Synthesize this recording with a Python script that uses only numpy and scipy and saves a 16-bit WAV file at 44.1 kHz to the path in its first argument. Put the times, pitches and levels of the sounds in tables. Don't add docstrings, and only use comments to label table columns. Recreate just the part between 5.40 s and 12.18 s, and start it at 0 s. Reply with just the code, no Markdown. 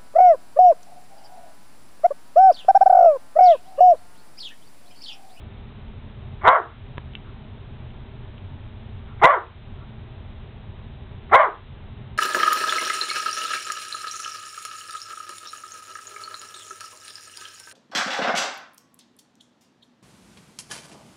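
import sys
import numpy as np
from scipy import signal
from scipy.fft import rfft, irfft
from scipy.io import wavfile
from scipy.ndimage import uniform_filter1d

SR = 44100
rng = np.random.default_rng(int(sys.argv[2]) if len(sys.argv) > 2 else 0)


def inscribe(sig):
    pcm = np.round(np.clip(np.atleast_2d(sig).T, -1, 1) * 32767)
    wavfile.write(sys.argv[1], SR, pcm.astype(np.int16))


N = 298865
TIME = np.arange(N) / SR

# (start [s], attack [s], length of the push [s], pitch it climbs toward [Hz],
# level [dB], roughness [0-1], widest mouth opening [0-1], lip rustle level [dB])
BARKS = [(1.031, 0.014, 0.12, 566, -7, 0.62, 0.68, -35.5),
         (3.812, 0.0089, 0.11, 590.3, -5, 0.52, 0.89, -40.5), (5.911, 0.011, .118, 594, -5, .55, 0.88, -42)]
def dog():
    out = np.zeros(N)
    for start_s, *shape, _ in BARKS:
        start = round(start_s * SR)
        sound = bark(*shape)
        out[start:start + len(sound)] += sound
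    return out


def bark(attack_s, push_s, top_hz, level_db, roughness, opening,
         rest_hz=320.1, climb_s=0.036, fall_s=0.07, release_s=0.069, swell_db_per_s=23.5):
    t = np.arange(0, push_s + release_s, 1 / SR)
    release = np.clip((t - push_s) / release_s, 0, 1)
    fall = np.clip((t - push_s + 0.006) / fall_s, 0, 1)
    pitch = rest_hz + (top_hz - rest_hz) * (1 - np.exp(-t / climb_s)) * (1 - fall)
    effort_db = level_db - 31.5 * np.exp(-t / attack_s) + swell_db_per_s * t - 31 * release ** 2
    tremble = flutter(rate_hz=43.3, n=len(t))
    pitch *= 2 ** (0.03 * tremble)
    effort_db += 1.6 * tremble
    rough = roughness * (1 - 0.98 * release)
    buzz, cycles = vocal_folds(pitch, rough)
    gape = opening * (1 - (t / t[-1]) ** 3.4)
    voice = throat(buzz, gape)
    voice /= np.sqrt(uniform_filter1d(voice ** 2, size=300) + 1e-12)
    chest = resonance(np.sin(2 * np.pi * cycles), hz=350, width_hz=130)
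    chest *= from_db(-9 + 19 * release ** 2)
    return (voice + chest) * from_db(effort_db)


def vocal_folds(pitch, rough, pitch_wobble=0.055, level_wobble_db=9.5):
    n = len(pitch)
    cycles = np.cumsum(pitch * (1 + pitch_wobble * rough * flutter(180, n))) / SR
    pulses = np.diff(np.floor(cycles), prepend=0)
    pulses *= from_db(level_wobble_db * rough * flutter(230, n))
    air = rng.standard_normal(N)[:n] * (1 + 0.41 * np.cos(2 * np.pi * cycles))
    buzz = np.sqrt(1 - rough ** 2) * unit_power(pulses) + rough * unit_power(air)
    return cut(buzz, 2400, "low", order=1), cycles


# (frequency [Hz], width [Hz], relative level [dB],
# frequency rise from shut to wide open [octaves], level rise from shut to wide open [dB])
THROAT_RINGS = [(645, 135, -1.5, 0.38, 13.5), (1050, 432, 1.5, 0.014, -2.5), (1460, 497, -1, 0.093, -9),
                (1882, 272, -7, 0.11, 6.5), (3330, 170, -28.5, 0.2, -5)]
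def throat(buzz, gape):
    past_half = gape - 0.5
    voice = 0
    for k, (hz, width, db, rise_octaves, rise_db) in enumerate(THROAT_RINGS):
        ring = moving_resonance(buzz, hz * 2 ** (rise_octaves * past_half), width)
        voice += (-1) ** k * from_db(db + rise_db * past_half) * ring
    swallowed = 0.7 * resonance(voice, hz=2623, width_hz=330)
    return cut(voice - swallowed, 360, "high", order=3)


def lips(lead_s=0.01, length_s=0.0053):
    swell = sum(from_db(db) * bump(start_s - lead_s, length_s) for start_s, *_, db in BARKS)
    noise = cut(rng.standard_normal(N), 2400, "low", order=4)
    rustle = sum(resonance(noise, hz, width) for hz, width, *_ in THROAT_RINGS[1:4])
    return swell * unit_power(rustle)


# (time [s], level [dB])
HUFFS = [(1.31, -45), (1.88, -56), (3.70, -53.5), (4.41, -56)]
def huffs(length_s=0.028, mouth_hz=1250, mouth_width_hz=600):
    swell = sum(from_db(db) * bump(time_s, length_s) for time_s, db in HUFFS)
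    air = resonance(rng.standard_normal(N), mouth_hz, mouth_width_hz)
    return swell * unit_power(resonance(air, mouth_hz, mouth_width_hz))


# (time [s], level [dB])
TICKS = [(1.735, -38.5), (1.752, -21), (2.505, -41), (2.980, -38.5)]
# (frequency [Hz], width [Hz], relative level [dB])
TICK_RINGS = [(2940, 270, -2), (2500, 2400, -3), (2700, 40, -19), (2286, 38, -24)]
def ticks():
    return taps(TICKS, TICK_RINGS, echo_db=-15)


# (time [s], level [dB])
KNOCKS = [(1.573, -38), (1.5803, -23.5)]
# (frequency [Hz], width [Hz], relative level [dB])
KNOCK_RINGS = [(45, 120, 3.5), (396, 350, -4), (970, 76, -7), (1640, 130, -8.5), (2700, 2100, -15)]
def knocks():
    return taps(KNOCKS, KNOCK_RINGS, echo_db=-18)


def taps(events, rings, echo_db):
    touches = sum(from_db(db) * signal.unit_impulse(N, round(time_s * SR)) for time_s, db in events)
    body = 0
    for hz, width, db in rings:
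        ring = resonance(signal.unit_impulse(SR // 2), hz, width)
        body += from_db(db) * ring / np.abs(ring).max()
    sound = signal.oaconvolve(touches, body)[:N]
    return sound + from_db(echo_db) * echoes(sound)


# (frequency [Hz], width [Hz], relative level [dB])
ROOM_RINGS = [(460, 7.9, 12), (570, 20, -7.5), (629, 55, 7), (750, 25, -3), (1028, 72, 3), (1078, 10, 2.5),
              (1135, 27, 5), (1359, 59, 6.5), (1492, 14, 3.5), (2018, 35, 8.5), (2141, 49, 7)]
def room(x, direct_db=-5, ring_db=-6.5, echo_db=-4.5):
    ringing = sum(from_db(db) * resonance(x, hz, width) for hz, width, db in ROOM_RINGS)
    return from_db(direct_db) * x + from_db(ring_db) * ringing + from_db(echo_db) * echoes(x)


def echoes(x, first_echo_s=0.0049, die_away_s=0.22, dull_hz=2400):
    t = TIME[:SR // 2]
    fade = from_db(-60 * t / die_away_s)
    bounces = cut(rng.standard_normal(len(t)), dull_hz, "low", order=1) * (t > first_echo_s)
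    return signal.oaconvolve(x, bounces * fade / np.linalg.norm(fade))[:N]


# (frequency [Hz], rough width [Hz], level [dB])
HUM_TONES = [(90.7, 15.2, -44), (117, 17.4, -51), (217.4, 13.5, -55.5), (395, 22, -58.5)]
# (frequency [Hz], relative level [dB])
RUMBLE_SHAPE = [(12, -51), (20, 3), (102, -1.5), (129, -0.5), (172, -12), (219, -7.5), (285, -17),
                (405, -19.5), (563, -23.5), (628, -17.5), (686, -24.5), (817, -21.5), (3800, -46.5),
                (4940, -71), (8360, -120)]
def hum(rumble_db=-40):
    shape_hz, shape_db = np.transpose(RUMBLE_SHAPE)
    frequencies = np.fft.rfftfreq(N, 1 / SR)
    colour = from_db(np.interp(np.log(frequencies + 1), np.log(shape_hz), shape_db))
    rumble = irfft(rfft(rng.standard_normal(N)) * colour, N)
    out = from_db(rumble_db) * unit_power(rumble)
    for hz, width, db in HUM_TONES:
        tone = resonance(rng.standard_normal(N), hz, 2 * width)
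        out += from_db(db) * unit_power(resonance(tone, hz, 2 * width))
    return out


def from_db(db):
    return 10 ** (np.asarray(db) / 20)


def unit_power(x):
    return x / np.sqrt(np.mean(x ** 2) + 1e-20)


def cut(x, hz, keep, order=2):
    return signal.sosfilt(signal.butter(order, hz, keep, fs=SR, output="sos"), x + 1e-18)


def resonance(x, hz, width_hz):
    r = np.exp(-np.pi * width_hz / SR)
    feedback = [1, -2 * r * np.cos(2 * np.pi * hz / SR), r * r]
    return signal.lfilter(np.array([1, 0, -1]) * (1 - r * r) / 2, feedback, x + 1e-18)


def moving_resonance(x, hz, width_hz):
    r = np.exp(-np.pi * width_hz / SR)
    turn = np.exp(2j * np.pi * np.cumsum(hz) / SR)
    return 2 * np.real(turn * signal.lfilter([1 - r], [1, -r], x / turn))


def flutter(rate_hz, n):
    return unit_power(cut(rng.standard_normal(SR)[:n], rate_hz, "low"))


def bump(time_s, length_s):
    return np.exp(-0.5 * ((TIME - time_s) / length_s) ** 2)


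def scene():
    small_sounds = ticks() + knocks()
    return (room(dog() + lips() + huffs()) + small_sounds + hum())[None]


def auto_volume(x, threshold_db=-17, strength=0.86, delay_s=0.019, attack_s=0.013, recover_db_per_s=45):
    level_db = 10 * np.log10(np.maximum(uniform_filter1d(x ** 2, size=400), 1e-12))
    dip_db = strength * np.maximum(level_db - threshold_db, 0)
    recovery_db = recover_db_per_s * TIME
    held_db = np.maximum.accumulate(dip_db + recovery_db) - recovery_db
    late_db = np.interp(TIME - delay_s, TIME, held_db)
    r = np.exp(-1 / (attack_s * SR))
    return x * from_db(-signal.lfilter([1 - r], [1, -r], late_db))


def record(dry, treble_edge_hz=3870, camera_rate_hz=8000, hiss_db=-56, input_limit=0.73, tip_limit=0.75):
    band = signal.butter(22, treble_edge_hz, fs=SR, output="sos")
    hiss = from_db(hiss_db) * unit_power(signal.sosfilt(band, rng.standard_normal(N)))
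    muffled = signal.sosfilt(band, auto_volume(dry[0]))
    positions = np.arange(0, N + SR / 100, SR / camera_rate_hz)
    overloaded = np.clip(np.interp(positions, np.arange(N), muffled), -input_limit, input_limit)
    up = SR // np.gcd(SR, camera_rate_hz)
    smoothing = signal.firwin(48 * up + 1, 1 / up, window=("kaiser", 9))
    sound = signal.resample_poly(overloaded, SR, camera_rate_hz, window=smoothing)[:N]
    sound = np.clip(sound + hiss, -tip_limit, tip_limit)
    top_cut = signal.cheby2(12, 70, 16500, fs=SR, output="sos")
    return signal.sosfilt(top_cut, sound)[None]


dry = scene()
out = record(dry)
inscribe(out)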